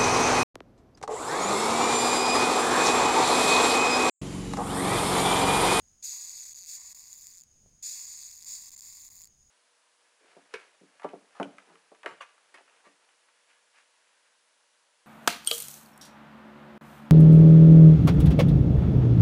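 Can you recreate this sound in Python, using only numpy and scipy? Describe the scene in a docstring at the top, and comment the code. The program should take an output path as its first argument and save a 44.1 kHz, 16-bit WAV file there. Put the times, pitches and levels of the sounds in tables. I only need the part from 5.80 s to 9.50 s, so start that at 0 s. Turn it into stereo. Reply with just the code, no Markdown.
"""A large beetle on a tiled floor rasps twice, each rasp two strokes of its abdomen against the wing cases.
This is stridulation by stick-slip friction: a stroke starts as a fast hiss, slows into separate slips,
and now and then stalls or catches hard, while some slips jolt the body into dull thuds.
Two microphone ports hear it from close by; the right one resonates near 7 kHz.
Far insects shrill over a faint low rumble and hiss, and one soft tap falls between the rasps."""
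import sys
import numpy as np
from scipy import signal
from scipy.fft import rfft, irfft, next_fast_len
from scipy.io import wavfile
from scipy.ndimage import map_coordinates

SR = 44100
rng = np.random.default_rng(int(sys.argv[2]) if len(sys.argv) > 2 else 0)


def wav_out(sig):
    """Save sig, one row per channel (or a flat mono array), as 16-bit PCM at SR to the path in sys.argv[1]."""
    wavfile.write(sys.argv[1], SR, np.round(np.clip(np.atleast_2d(sig).T, -1, 1) * 32767).astype(np.int16))


N = 163170

# spectra of the rumble, the hiss and the far insects (frequency [Hz], relative level [dB])
RUMBLE_SPECTRUM = [(15, 3), (35, -1.5), (70, 2), (120, -4), (200, -7), (320, -17), (520, -20), (900, -28),
                   (2000, -54)]
HISS_SPECTRUM = [(100, 2.5), (700, 3), (4000, .5), (9500, 4), (11000, -9), (15500, -7)]
INSECT_SPECTRUM = [(3800, -34), (4500, -26), (5200, -12), (5550, -32), (5900, -21), (6200, -6.5),
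                   (6500, -3.5), (6750, 3), (7000, -15.5), (7500, -50), (8300, -38), (9300, -32),
                   (10500, -42.5)]
# envelope of the rumble (time [s], relative level [dB])
RUMBLE_ENVELOPE = [(0.0, -67.5), (0.44, -74), (1.61, -72.5), (1.89, -62.5), (2.09, -74), (3.7, -69)]
# spectrum of the rasp at each port (frequency [Hz], relative level [dB])
LEFT_SPECTRUM = [(300, -55), (900, -43), (1400, -35), (2100, -26), (3600, -24.5), (3950, -29), (4170, -42),
                 (4450, -26), (5100, -20), (5900, -25), (6900, -17.5), (8100, -16.5), (9500, -20.5),
                 (10300, -16.5), (11650, -24), (12300, -18), (13900, -21), (14800, -18), (15500, -32)]
RIGHT_SPECTRUM = [(300, -51.5), (900, -37), (1400, -36.5), (2000, -30.5), (2650, -21.5), (3300, -30),
                  (3900, -16), (4650, -5.5), (5150, -8.5), (5650, -18), (6400, -2), (6850, 5.5),
                  (7100, 2.5), (7480, -15), (8100, -7), (9400, -15.5), (9750, -42.5), (10300, -13.5),
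                  (11400, -21.5), (12400, -22.5), (13500, -28), (14550, -11), (15400, -27.5)]
# phase lead of the left port, in antiphase near 3 kHz (frequency [Hz], lead [rad])
LEFT_PHASE_LEAD = [(100, .1), (1000, .6), (1400, 2), (1850, -.2), (2200, .1), (2550, 1.3), (2900, 3),
                   (3120, 3.25), (3450, .5), (4000, 1.3), (4300, 3.9), (5200, 5.2), (5900, 4.3),
                   (7200, 8.2), (7750, 7.4), (8500, 8.8), (11000, 10.2), (13000, 11.8), (13600, 14.8),
                   (15000, 18.5)]
# likeness of the clicks at the two ports (frequency [Hz], coherence [0..1])
PORT_COHERENCE = [(1500, .6), (2050, .92), (2500, .7), (2900, .99), (3100, .99), (3500, .7), (5000, .85),
                  (6000, .7), (7000, .87), (14000, .75)]
# response of the body to a jolt (frequency [Hz], relative level [dB])
BODY_SPECTRUM = [(200, -39), (450, -18), (750, -2), (1100, 5), (1400, -15), (2100, 7), (2600, -9.5),
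                 (3000, -25), (5000, -9.5)]
# points of the spectrum over which a slip's power is normalised (frequency [Hz])
DRIVE_FREQUENCIES = [2400, 4400, 4900, 6450, 6700, 6900, 7100, 8100]
# slowing of every stroke (progress [0..1], slip rate [1/s])
STROKE_SLOWING = [(0, 740), (.11, 920), (.19, 405), (.45, 276), (.7, 235), (0.901, 214), (0.999, 135)]
# the abdomen sticks (time [s], duration [s])
STALL_SPANS = [(.733, .009), (1.128, .006), (1.137, .007), (2.895, .008), (2.907, .007), (2.95, .01),
               (2.967, .009), (3, .015), (3.293, .005)]
# single hard catches (time [s], relative level [dB])
HARD_CATCHES = [(0.4948, -25), (1.3292, -28), (1.4694, -29.5), (1.6181, -37.5), (1.6358, -38),
                (2.6248, -30.5), (2.6457, -31), (2.9631, -35), (3.0078, -30.5), (3.455, -36.5),
                (3.473, -38)]
# one envelope per stroke (time [s], relative level [dB], relative treble gain [dB])
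STROKE_ENVELOPES = [
    [(0.225, -45, -21), (0.25, -38, -11.5), (0.31, -39.5, -14.5), (0.41, -44, -14), (0.62, -45, -15),
     (0.72, -49, -13.5), (0.86, -49.5, -13)],
    [(0.87, -47, -13), (0.895, -42, -14), (0.96, -43.5, -13), (0.985, -50, -16.5), (1.11, -48.5, -14.5),
     (1.16, -52, -10.5), (1.25, -52.5, -12), (1.4, -54, -9.5), (1.48, -53, -10.5), (1.61, -56, -13)],
    [(2.028, -43, -17.0), (2.045, -38.5, -17), (2.12, -40, -15), (2.24, -45, -14), (2.46, -46.5, -16),
     (2.56, -52, -11), (2.65, -53.5, -12.5)],
    [(2.665, -46, -15), (2.7, -42, -14), (2.755, -41.5, -17), (2.8, -49, -13.5), (2.95, -50, -11),
     (3.25, -51.5, -10.5), (3.33, -56.5, -6), (3.45, -53.5, -11.5)],
]
# strokes of the abdomen (start [s], end [s], low-band gain [dB], resonance shift [%],
# thud onset [s], thud level [dB], thud decay [dB/s])
ABDOMEN_STROKES = [(.225, .868, 0.5, -1.2, .324, -62, 34), (.867, 1.611, 2.5, 1.18, .975, -64.5, 26.5),
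                   (2.025, 2.662, 2, 0.63, 2.16, -65.5, 24.5), (2.659, 3.449, 1, 2.1, 2.62, -68, 6.5)]

HISS_DB, RUMBLE_DB, RUMBLE_WIDTH = -72.5, -1.5, 0.57
INSECTS_LEFT_DB, INSECTS_RIGHT_DB, INSECTS_WAVER_DB = -69.5, -60, .5
TAP_S, TAP_HZ, TAP_T60_S, TAP_DB = 1.8605, 584, 0.0089, -51.5
ROOM_T60_S, ROOM_LEFT_DB, ROOM_RIGHT_DB = 0.083, -14, -17
RING_HZ, RING_GLIDE_PERCENT = 7040, 0.16  # shifts hold at this frequency and grow in proportion to it
THUD_PER_S, THUD_JITTER, SLIP_JITTER = 110, 0.32, .07  # jitter as a share of the period
SIZE_SCATTER_DB, TOOTH_SCATTER_DB = 1.54, 2.2
MIDDLE_PER_S, SLIP_S, SLIP_FADE_DB = 300, .0018, -4.5  # a slip's duration and decay at the middle rate
SLIP_LENGTH_EXPONENT = .35  # faster slips run on for longer
CATCH_DB, CATCH_PER_S, CATCH_CLEAR_S = -37.5, 200, .003  # no slip falls this near to a catch
RASP_DB, TREBLE_DB, TREBLE_FROM_HZ = 1.5, 12, 10250
LOW_BELOW_HZ, OPENING_DB, OPENING_S = 2100, -4, 0.26  # the low band starts weak, then settles
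BAND_LIMIT_HZ = 15800


def amp(db):
    """Decibels to amplitude ratio."""
    return 10 ** (np.asarray(db) / 20)


def frequencies():
    """Frequencies of the zero-padded spectrum."""
    return np.fft.rfftfreq(2 * next_fast_len(N // 2 + 8192), 1 / SR)


def over_frequency(points):
    """Interpolation of (frequency, value) points on a logarithmic axis."""
    hz, values = np.transpose(points)
    return np.interp(np.log(frequencies() + 1), np.log(hz + 1), values)


def filtered(x, response):
    """Linear filtering: the spectrum is multiplied by a frequency response."""
    return irfft(rfft(x, 2 * (len(frequencies()) - 1)) * response)[..., :N]


def minimum_phase(spectrum):
    """Causality: folding the cepstrum onto positive time gives a response that rings after the impulse."""
    cepstrum = irfft(np.log(amp(over_frequency(spectrum))))
    half = len(cepstrum) // 2
    cepstrum[1:half] *= 2
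    cepstrum[half + 1:] = 0
    return np.exp(rfft(cepstrum))


def over_time(rows, column=1):
    """Linear interpolation of one column of a time table."""
    rows = np.asarray(rows)
    return np.interp(np.arange(N) / SR, rows[:, 0], rows[:, column])


def wobble(per_s):
    """Smooth random modulation: a spline through Gaussian knots."""
    knots = rng.standard_normal(int(N * per_s / SR) + 4)
    return map_coordinates(knots, [np.arange(N) * per_s / SR])


def noise(spectrum):
    """Spectral shaping: two independent coloured noises of rms 1."""
    coloured = filtered(rng.standard_normal((2, N)), amp(over_frequency(spectrum)))
    return coloured / np.sqrt(np.mean(coloured ** 2) + 1e-20)


def impulses(times, sizes):
    """Superposition of impulses at the given times."""
    samples = np.clip(np.ravel(times) * SR, 0, N - 1).astype(int)
    return np.bincount(samples, np.ravel(sizes), N)


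def background():
    """Partial coherence: the low rumble is mostly common to both ports, the thin hiss is independent."""
    mid, side = noise(RUMBLE_SPECTRUM)
    rumble = np.array([mid + RUMBLE_WIDTH * side, mid - RUMBLE_WIDTH * side])
    return rumble * amp(over_time(RUMBLE_ENVELOPE) + RUMBLE_DB) + amp(HISS_DB) * noise(HISS_SPECTRUM)


def insects():
    """Incoherent summation: a far chorus merges into a narrow, wavering band of noise."""
    chorus = noise(INSECT_SPECTRUM) * amp(INSECTS_WAVER_DB * wobble(per_s=41.0))
    return chorus * amp([[INSECTS_LEFT_DB], [INSECTS_RIGHT_DB]])


def tap():
    """Damped oscillation: one quickly decaying mode makes a soft, dull tap."""
    age = np.maximum(np.arange(N) / SR - TAP_S, 0)
    return amp(TAP_DB - 60 * age / TAP_T60_S) * np.sin(2 * np.pi * TAP_HZ * age)


def room(direct):
    """Reverberation: scatter from the floor and nearby walls forms a short exponential tail."""
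    t = np.arange(SR // 4) / SR
    tail = rng.standard_normal((2, len(t))) * amp(-60 * t / ROOM_T60_S)
    tail /= np.linalg.norm(tail, axis=1, keepdims=True)
    return signal.fftconvolve(direct, tail, axes=1)[:, :N] * amp([[ROOM_LEFT_DB], [ROOM_RIGHT_DB]])


def ports(shift_percent):
    """Resonance colours the rasp at each port; the right one's ring shifts with the beetle's posture."""
    hz, db = np.transpose(RIGHT_SPECTRUM)
    shifted_hz = hz * (1 + shift_percent / 100 * hz / RING_HZ)
    right = minimum_phase(np.column_stack([shifted_hz, db]))
    left_phase = np.angle(right) + over_frequency(LEFT_PHASE_LEAD)
    left = amp(over_frequency(LEFT_SPECTRUM)) * np.exp(1j * left_phase)
    return np.array([left, right]) / np.sqrt(np.mean(np.abs((left + right) / 2) ** 2))


def thuds(slip_times, onset, thud_db, fade_db_per_s):
    """Impulse excitation: as the slips come apart, every few slips one jolts the whole body."""
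    due = np.arange(onset, slip_times[-1], 1 / THUD_PER_S)
    due += THUD_JITTER * rng.standard_normal(len(due)) / THUD_PER_S
    nearest = np.abs(slip_times - due[:, None]).argmin(axis=1)
    times = np.unique(slip_times[nearest])
    sizes = amp(thud_db - fade_db_per_s * (times - onset) + SIZE_SCATTER_DB * rng.standard_normal(len(times)))
    jolts = impulses(times, sizes * np.sqrt(SR / THUD_PER_S))
    body = minimum_phase(BODY_SPECTRUM)
    return filtered(jolts, body / np.sqrt(np.mean(np.abs(body) ** 2)))


def slips(start, end, catch_times):
    """Stick-slip friction: times and rates of one slip per cycle, except in a stall or near a catch."""
    t = np.arange(start, end, 1 / SR)
    rate = np.interp((t - start) / (end - start), *np.transpose(STROKE_SLOWING))
    cycle = np.floor(np.cumsum(rate) / SR)
    at = np.flatnonzero(np.diff(cycle, prepend=-1))
    times = t[at] + SLIP_JITTER * rng.standard_normal(len(at)) / rate[at]
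    moving = [(times < stall) | (times > stall + length) for stall, length in STALL_SPANS]
    clear = [np.abs(times - catch) > CATCH_CLEAR_S for catch in catch_times]
    free = np.all(moving + clear, axis=0)
    return times[free], rate[at][free]


def teeth(times, sizes, rate, count=7):
    """File and scraper: each slip crosses a few teeth, an even scrape when fast, a crisp tick when slow."""
    shape = (len(times), count)
    speed = rate[:, None] / MIDDLE_PER_S
    place = (np.arange(count) + rng.random(shape)) / count
    duration = SLIP_S * speed ** SLIP_LENGTH_EXPONENT * rng.uniform(.6, 1.3, (len(times), 1))
    at = np.round((times[:, None] + duration * place) * SR)
    polarity = rng.choice([-1, 1], shape)
    fade_db = SLIP_FADE_DB * place / speed ** 2
    force = polarity * amp(TOOTH_SCATTER_DB * rng.standard_normal(shape) + fade_db)
    # normalise each slip so that interference between its teeth does not set its strength
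    drive = [np.sum(force * np.exp(2j * np.pi * hz * at / SR), axis=1) for hz in DRIVE_FREQUENCIES]
    gain = sizes / np.sqrt(np.mean(np.abs(drive) ** 2, axis=0))
    return impulses((at + .5) / SR, force * gain[:, None])


def stroke(times, rate, low_db, shift_percent, envelope, catches):
    """Source and filter: the tooth clicks of one stroke's slips and catches excite the two ports."""
    age = np.maximum(np.arange(N) / SR - times[0], 0)
    progress = np.minimum(age / (times[-1] - times[0]), 1)
    knot_s, knot_db, _ = np.transpose(envelope)
    scatter_db = SIZE_SCATTER_DB * rng.standard_normal(len(times))
    sizes = np.sqrt(SR / rate) * amp(np.interp(times, knot_s, knot_db) + RASP_DB + scatter_db)
    # hard catches join as extra slips
    times = np.append(times, catches[:, 0])
    sizes = np.append(sizes, amp(catches[:, 1] + CATCH_DB) * np.sqrt(SR))
    rate = np.append(rate, np.full(len(catches), CATCH_PER_S))
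    rasp = np.array([teeth(times, sizes, rate), teeth(times, sizes, rate)])
    low = filtered(rasp, 1 / (1 + (frequencies() / LOW_BELOW_HZ) ** 10))
    treble = filtered(rasp, 1 - 1 / (1 + (frequencies() / TREBLE_FROM_HZ) ** 20))
    low_gain = amp(low_db + OPENING_DB * np.exp(-age / OPENING_S))
    treble_gain = amp(over_time(envelope, column=2) + TREBLE_DB)
    shared, stray = rasp + low * (low_gain - 1) + treble * (treble_gain - 1)
    coherence = np.clip(over_frequency(PORT_COHERENCE), 0, 1)
    left = filtered(shared, coherence) + filtered(stray, np.sqrt(1 - coherence ** 2))
    pair = np.array([left, shared])
    # a crossfade glides the resonance upward along the stroke
    early = filtered(pair * (1 - progress), ports(shift_percent - RING_GLIDE_PERCENT))
    late = filtered(pair * progress, ports(shift_percent + RING_GLIDE_PERCENT))
    return early + late


def beetle():
    """Stridulation: four strokes of abdomen on wing cases, each with hard catches and body thuds."""
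    catches, sound = np.array(HARD_CATCHES), np.zeros((2, N))
    owner = np.searchsorted([row[0] for row in ABDOMEN_STROKES], catches[:, 0]) - 1
    for k, (start, end, low_db, shift, thud_onset, thud_db, thud_fade) in enumerate(ABDOMEN_STROKES):
        own_catches = catches[owner == k]
        times, rate = slips(start, end, own_catches[:, 0])
        sound += stroke(times, rate, low_db, shift, STROKE_ENVELOPES[k], own_catches)
        sound += thuds(times, thud_onset, thud_db, thud_fade)
    return sound


def scene():
    """Superposition of the near beetle, its reverberation and the far sounds."""
    rasp = beetle()
    return rasp + room(rasp) + insects() + background() + tap()


def record(dry):
    """Band limiting: an ideal low-pass filter removes the highest treble."""
    return filtered(dry, frequencies() < BAND_LIMIT_HZ)


dry = scene()
out = record(dry)
wav_out(out)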